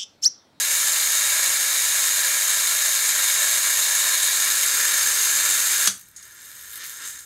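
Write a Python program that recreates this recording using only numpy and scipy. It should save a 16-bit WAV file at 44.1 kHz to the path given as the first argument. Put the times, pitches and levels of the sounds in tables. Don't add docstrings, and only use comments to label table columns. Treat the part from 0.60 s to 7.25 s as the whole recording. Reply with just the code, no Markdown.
import sys
import numpy as np
from scipy import signal
from scipy.fft import rfft, irfft, next_fast_len
from scipy.io import wavfile

SR = 44100
rng = np.random.default_rng(int(sys.argv[2]) if len(sys.argv) > 2 else 0)


def wav_out(sig):
    wavfile.write(sys.argv[1], SR, np.round(np.clip(np.atleast_2d(sig).T, -1, 1) * 32767).astype(np.int16))


N = 293265
T = np.arange(N) / SR
MAINS_HZ, POWER_OFF_S = 50, 5.276


def amp(db):
    return 10 ** (np.asarray(db) / 20)


def unit(x):
    return x / np.sqrt(np.mean(x ** 2) + 1e-20)


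def curve_at(points, hz):
    f, value = np.transpose(points)
    return np.interp(np.log(hz + 1), np.log(f), value)


def add(mix, start_s, sound):
    part = mix[round(start_s * SR):][:len(sound)]
    part += sound[:len(part)]


def wander(hz):
    f = np.fft.rfftfreq(N, 1 / SR)
    return unit(irfft(rfft(rng.standard_normal(N)) / np.sqrt(1 + (f / hz) ** 4), N))


def band(x, low_hz, high_hz):
    size = next_fast_len(N)
    f = np.fft.rfftfreq(size, 1 / SR) + 1
    return irfft(rfft(x, size) / (1 + (low_hz / f) ** 20) / (1 + (f / high_hz) ** 20), size)[:N]


def colour(x, spectrum, resonances=()):
    hz = abs(np.fft.fftfreq(4096, 1 / SR))
    peaks_db = sum(db * np.exp(-(2 * (hz - centre) / width) ** 2) for centre, width, db in resonances)
    log_gain = np.log(amp(curve_at(spectrum, hz) + peaks_db))
    impulse = np.fft.ifft(np.exp(np.conj(signal.hilbert(log_gain)))).real
    return signal.oaconvolve(x, impulse / np.linalg.norm(impulse))[:N]


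def crackle(per_s, spread_db):
    size = amp(spread_db * np.minimum(rng.exponential(1, N), 5))
    return unit(size * rng.choice([-1, 1], N) * (rng.random(N) < per_s / SR))


def bursts(rows):
    out, t = np.zeros(N), T[:SR // 10]
    for start_s, db, decay_s in rows:
        add(out, start_s, amp(db) * np.exp(-t / decay_s) * rng.standard_normal(len(t)))
    return out


def discharge_gate(decay_s=0.0059):
    return np.exp(-np.maximum(T - POWER_OFF_S, 0) / decay_s)


def room(x, wet_db, first_echo_s=0.003):
    # (frequency [Hz], t60 [s])
    decay_times = [(150, 0.37), (1000, 0.28), (4000, 0.23), (8000, 0.28), (15000, 0.19)]
    echoes = rng.standard_normal(SR // 2) * (T[:SR // 2] > first_echo_s)
    hz, t, frames = signal.stft(echoes, SR, nperseg=256)
    tail = signal.istft(frames * amp(-60 * t / curve_at(decay_times, hz)[:, None]), SR)[1]
    wet = signal.oaconvolve(x, tail / np.linalg.norm(tail))[:N]
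    return (x + amp(wet_db) * wet) / np.sqrt(1 + amp(wet_db) ** 2)


def room_tone(level_db=-62):
    # (frequency [Hz], relative density [dB])
    spectrum = [(20, -26), (45, 0), (75, 5), (130, 0.5), (300, -7), (800, -14), (1700, -8.5), (3000, -34),
                (7000, -11.5), (15000, -23)]
    gain = amp(curve_at(spectrum, np.fft.rfftfreq(N, 1 / SR)))
    return amp(level_db) * unit(irfft(rfft(rng.standard_normal(N)) * gain, N))


def supply_hum(drift_db=2, drift_rad=0.5):
    # (frequency [Hz], rms level [dB])
    lines = [(100, -68), (200, -70), (300, -69)]
    hum = sum(amp(db + drift_db * wander(6.5)) * np.sin(2 * np.pi * hz * T + drift_rad * wander(5.3))
              for hz, db in lines)
    return np.sqrt(2) * hum * discharge_gate()


def switch(thump_attack_s=0.0046):
    # (time [s], level [dB], decay [s])
    snaps = [(5.2738, -7.5, .002), (5.275, -8, .003), (5.2785, -13, .0075)]
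    # (frequency [Hz], relative density [dB])
    snap_spectrum = [(25, -50), (80, -25), (170, -14), (600, -24.5), (1100, -16), (1450, -2.5), (1800, -16),
                     (3000, -7), (4500, -2.5), (5100, -8), (5800, -2), (7600, -2), (10000, -8),
                     (15700, -24)]
    # (frequency [Hz], level [dB], t60 [s])
    box_modes = [(195.4, -35, 0.15), (115, -47, .3), (388, -50, 0.25), (1380, -35, 0.051)]
    out, t = colour(bursts(snaps), snap_spectrum), T[:SR // 2]
    thump = sum(amp(db - 60 * t / t60) * np.sin(2 * np.pi * hz * t) for hz, db, t60 in box_modes)
    add(out, snaps[0][0], thump * (1 - np.exp(-t / thump_attack_s)))
    return out


def jar(x, spectrum, shifted=True):
    # (centre [Hz], width [Hz], early gain [dB], shifted gain [dB])
    modes = [(324, 160, 1, 5), (641, 210, 5.5, 1.2), (771, 58, -6.5, -19), (999, 210, 6, 3.5),
             (1405, 160, 0.5, 3.5), (1495, 68, -9.5, -6.5), (1836, 24, -4, -2.3), (1966, 82, -9.5, -16.5),
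             (2175, 80, -4, -6.5), (2248, 165, 4.5, 1.7), (2582, 180, -9.5, -9), (3340, 120, -0.5, -2.5),
             (3700, 346, 8, 8), (3870, 175, 3.5, -1), (4138, 240, 7, 4.8), (5380, 106, -5, -13),
             (6000, 810, -4.5, -5.5), (6276, 80, -8, -8), (6373, 410, 6, 6.5), (7060, 260, 3, -12),
             (7290, 530, -0.3, 5.5), (7490, 104, 6, -4.5), (7900, 190, 1.5, 0.5), (8400, 89, 5.5, 7.5),
             (9770, 1120, 5, 4), (10160, 300, -5.5, -4), (10440, 200, -1.5, -6), (10940, 301, -4, -9),
             (12900, 260, 8, 7), (14026, 160, 0, -5.6)]
    resonances = [(hz, width, late if shifted else early) for hz, width, early, late in modes]
    return colour(x, spectrum, resonances)


def film_flutter(decay_s, base_per_s=56, quickening_per_s3=70, jitter=0.2, uneven_db=3.0):
    # (start [s], length [s], first level [dB], last level [dB])
    bouts = [(5.335, .08, -34, -42), (5.612, 0.16, -44, -44), (5.8, .24, -40, -36.5),
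             (6.05, .13, -37.5, -29), (6.23, 0.14, -30, -40)]
    cooling_s = np.maximum(T - POWER_OFF_S, 0)
    rate_per_s = (base_per_s + quickening_per_s3 * cooling_s ** 2) * np.exp(jitter * wander(60))
    touches = np.diff(np.floor(np.cumsum(rate_per_s) / SR), prepend=0)
    strength = np.zeros(N)
    for start_s, length_s, first_db, last_db in bouts:
        active = (T >= start_s) & (T < start_s + length_s)
        strength += active * amp(np.interp(T, [start_s, start_s + length_s], [first_db, last_db]))
    kicks = touches * strength * amp(uneven_db * rng.standard_normal(N))
    envelope = signal.lfilter([1], [1, -np.exp(-1 / (decay_s * SR))], kicks + 1e-18)
    return envelope * rng.standard_normal(N)


def vapour_film(tick_decay_s=0.0031):
    # (time [s], level [dB])
    lone_ticks = [(5.4705, -46), (5.486, -42), (5.5134, -46)]
    # (frequency [Hz], relative density [dB])
    tick_spectrum = [(500, -28), (3000, -8.5), (7000, -8), (10000, -3.5), (12500, 0.5), (15700, -7)]
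    # (time [s], level [dB], decay [s])
    spits = [(5.5625, -34.5, .016), (5.626, -37, .01), (5.72, -42, .006), (6.372, -34, .005),
             (6.59, -35, .005)]
    # (frequency [Hz], relative density [dB])
    spit_spectrum = [(300, -37), (2500, -30), (5000, -12), (6700, 2), (7500, -8), (10000, -10),
                     (15000, -28)]
    ticks = film_flutter(tick_decay_s) + bursts([(s, db, tick_decay_s) for s, db in lone_ticks])
    return jar(ticks, tick_spectrum) + jar(bursts(spits), spit_spectrum)


def quench_boil(start_s=5.33, fade_in_s=0.06, flicker_db=0.7, lag_s_per_octave=0.018):
    # (frequency [Hz], relative density [dB])
    spectrum = [(100, -34), (400, -19.5), (800, -21), (1100, -14), (1750, 2.5), (2300, -5.5), (4800, -7.5),
                (5100, -3), (5500, -7), (6600, -2), (10000, -10), (12500, -8), (15700, -14)]
    # (time [s], level [dB])
    boil_levels = [(5.38, -58), (5.5, -66.5), (5.58, -55.5), (5.66, -58.5), (5.8, -51), (6.04, -50),
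                   (6.29, -46), (6.57, -48), (6.63, -55.5)]
    # (time [s], half length [s], gain [dB], centre [Hz], spread [octaves])
    surges = [(5.655, .045, 7.5, 1800, 1), (6.214, .04, 9, 3200, 1), (6.442, 0.049, 9.5, 6000, 2.9)]
    # (low [Hz], typical [Hz], high [Hz], gain [dB])
    sizes = [(10, 1840, 2200, 0), (2100, 3200, 6300, -1.2), (5800, 7800, 10200, 4),
             (10000, 12500, 16000, -2.5)]
    bubbles = jar(crackle(per_s=7000, spread_db=2.5) * amp(flicker_db * wander(120)), spectrum)
    out, coarsest_hz = np.zeros(N), sizes[0][1]
    for low_hz, hz, high_hz, size_db in sizes:
        lagged_s = T - lag_s_per_octave * np.log2(hz / coarsest_hz)
        boil_db = np.interp(lagged_s, *np.transpose(boil_levels))
        surge_db = sum(db * np.exp(-((lagged_s - s) / half_s) ** 2 - (np.log2(hz / centre) / octs) ** 2)
                       for s, half_s, db, centre, octs in surges)
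        out += unit(band(bubbles, low_hz, high_hz)) * amp(size_db + boil_db + surge_db)
    return out * np.clip((T - start_s) / fade_in_s, 0, 1)


def sizzle():
    # (frequency [Hz], relative density [dB])
    spectrum = [(30, -48), (70, -33), (130, -33), (250, -32), (450, -22), (1000, -18), (1700, -1.5),
                (3000, -11.5), (5500, -6.5), (6700, 0.0), (8500, -6.5), (12500, -8.5), (15700, -18.5)]
    # (time [s], half length [s], low [Hz], high [Hz], gain [dB])
    swells = [(3.45, 0.28, 895, 1130, 2), (3.618, 0.14, 3600, 3980, 4.5), (4.65, .35, 6250, 6650, 3.5),
              (4.9, 0.32, 14900, 15700, 3)]
    level_db, growth_db_per_s = -20.8, 0.0373
    throb_db, sputter_db, spurt_db, hiss_flicker_db = 1.0, 0.5, 0.5, -0.08
    body_gain_db, body_throb_db, body_drift_db = -9.5, 0.5, 0.62
    shift_mid_s, shift_length_s = 3.93, 0.37
    ripple = np.sin(2 * np.pi * 2 * MAINS_HZ * T)
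    drive_db = throb_db * ripple + sputter_db * wander(230) + spurt_db * wander(28)
    sparks = crackle(per_s=13000, spread_db=2.5) * amp(drive_db)
    shift = np.clip((T - shift_mid_s) / shift_length_s + 0.5, 0, 1)
    ringing = (1 - shift) * jar(sparks, spectrum, shifted=False) + shift * jar(sparks, spectrum)
    for s, half_s, low_hz, high_hz, db in swells:
        ringing += (amp(db) - 1) * np.exp(-((T - s) / half_s) ** 2) * band(ringing, low_hz, high_hz)
    hiss = unit(band(ringing, 2673, 18000) * amp(hiss_flicker_db * wander(34)))
    body = unit(band(ringing, 10, 2790) * amp(body_throb_db * ripple))
    body *= amp(body_gain_db + body_drift_db * wander(3.5))
    return (hiss + body) * amp(level_db + growth_db_per_s * T) * discharge_gate()


def scene():
    wire = room(sizzle() + quench_boil(), wet_db=-8.5) + room(vapour_film(), wet_db=-5)
    mono = wire + room(switch(), wet_db=-7.5) + supply_hum() + room_tone()
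    return np.array([mono, mono])


def record(dry):
    cutoff_hz = 15780
    taps = signal.firwin(1023, cutoff_hz, window=("kaiser", 9), fs=SR)
    return signal.oaconvolve(dry, taps[None], "same", axes=1)


dry = scene()
out = record(dry)
wav_out(out)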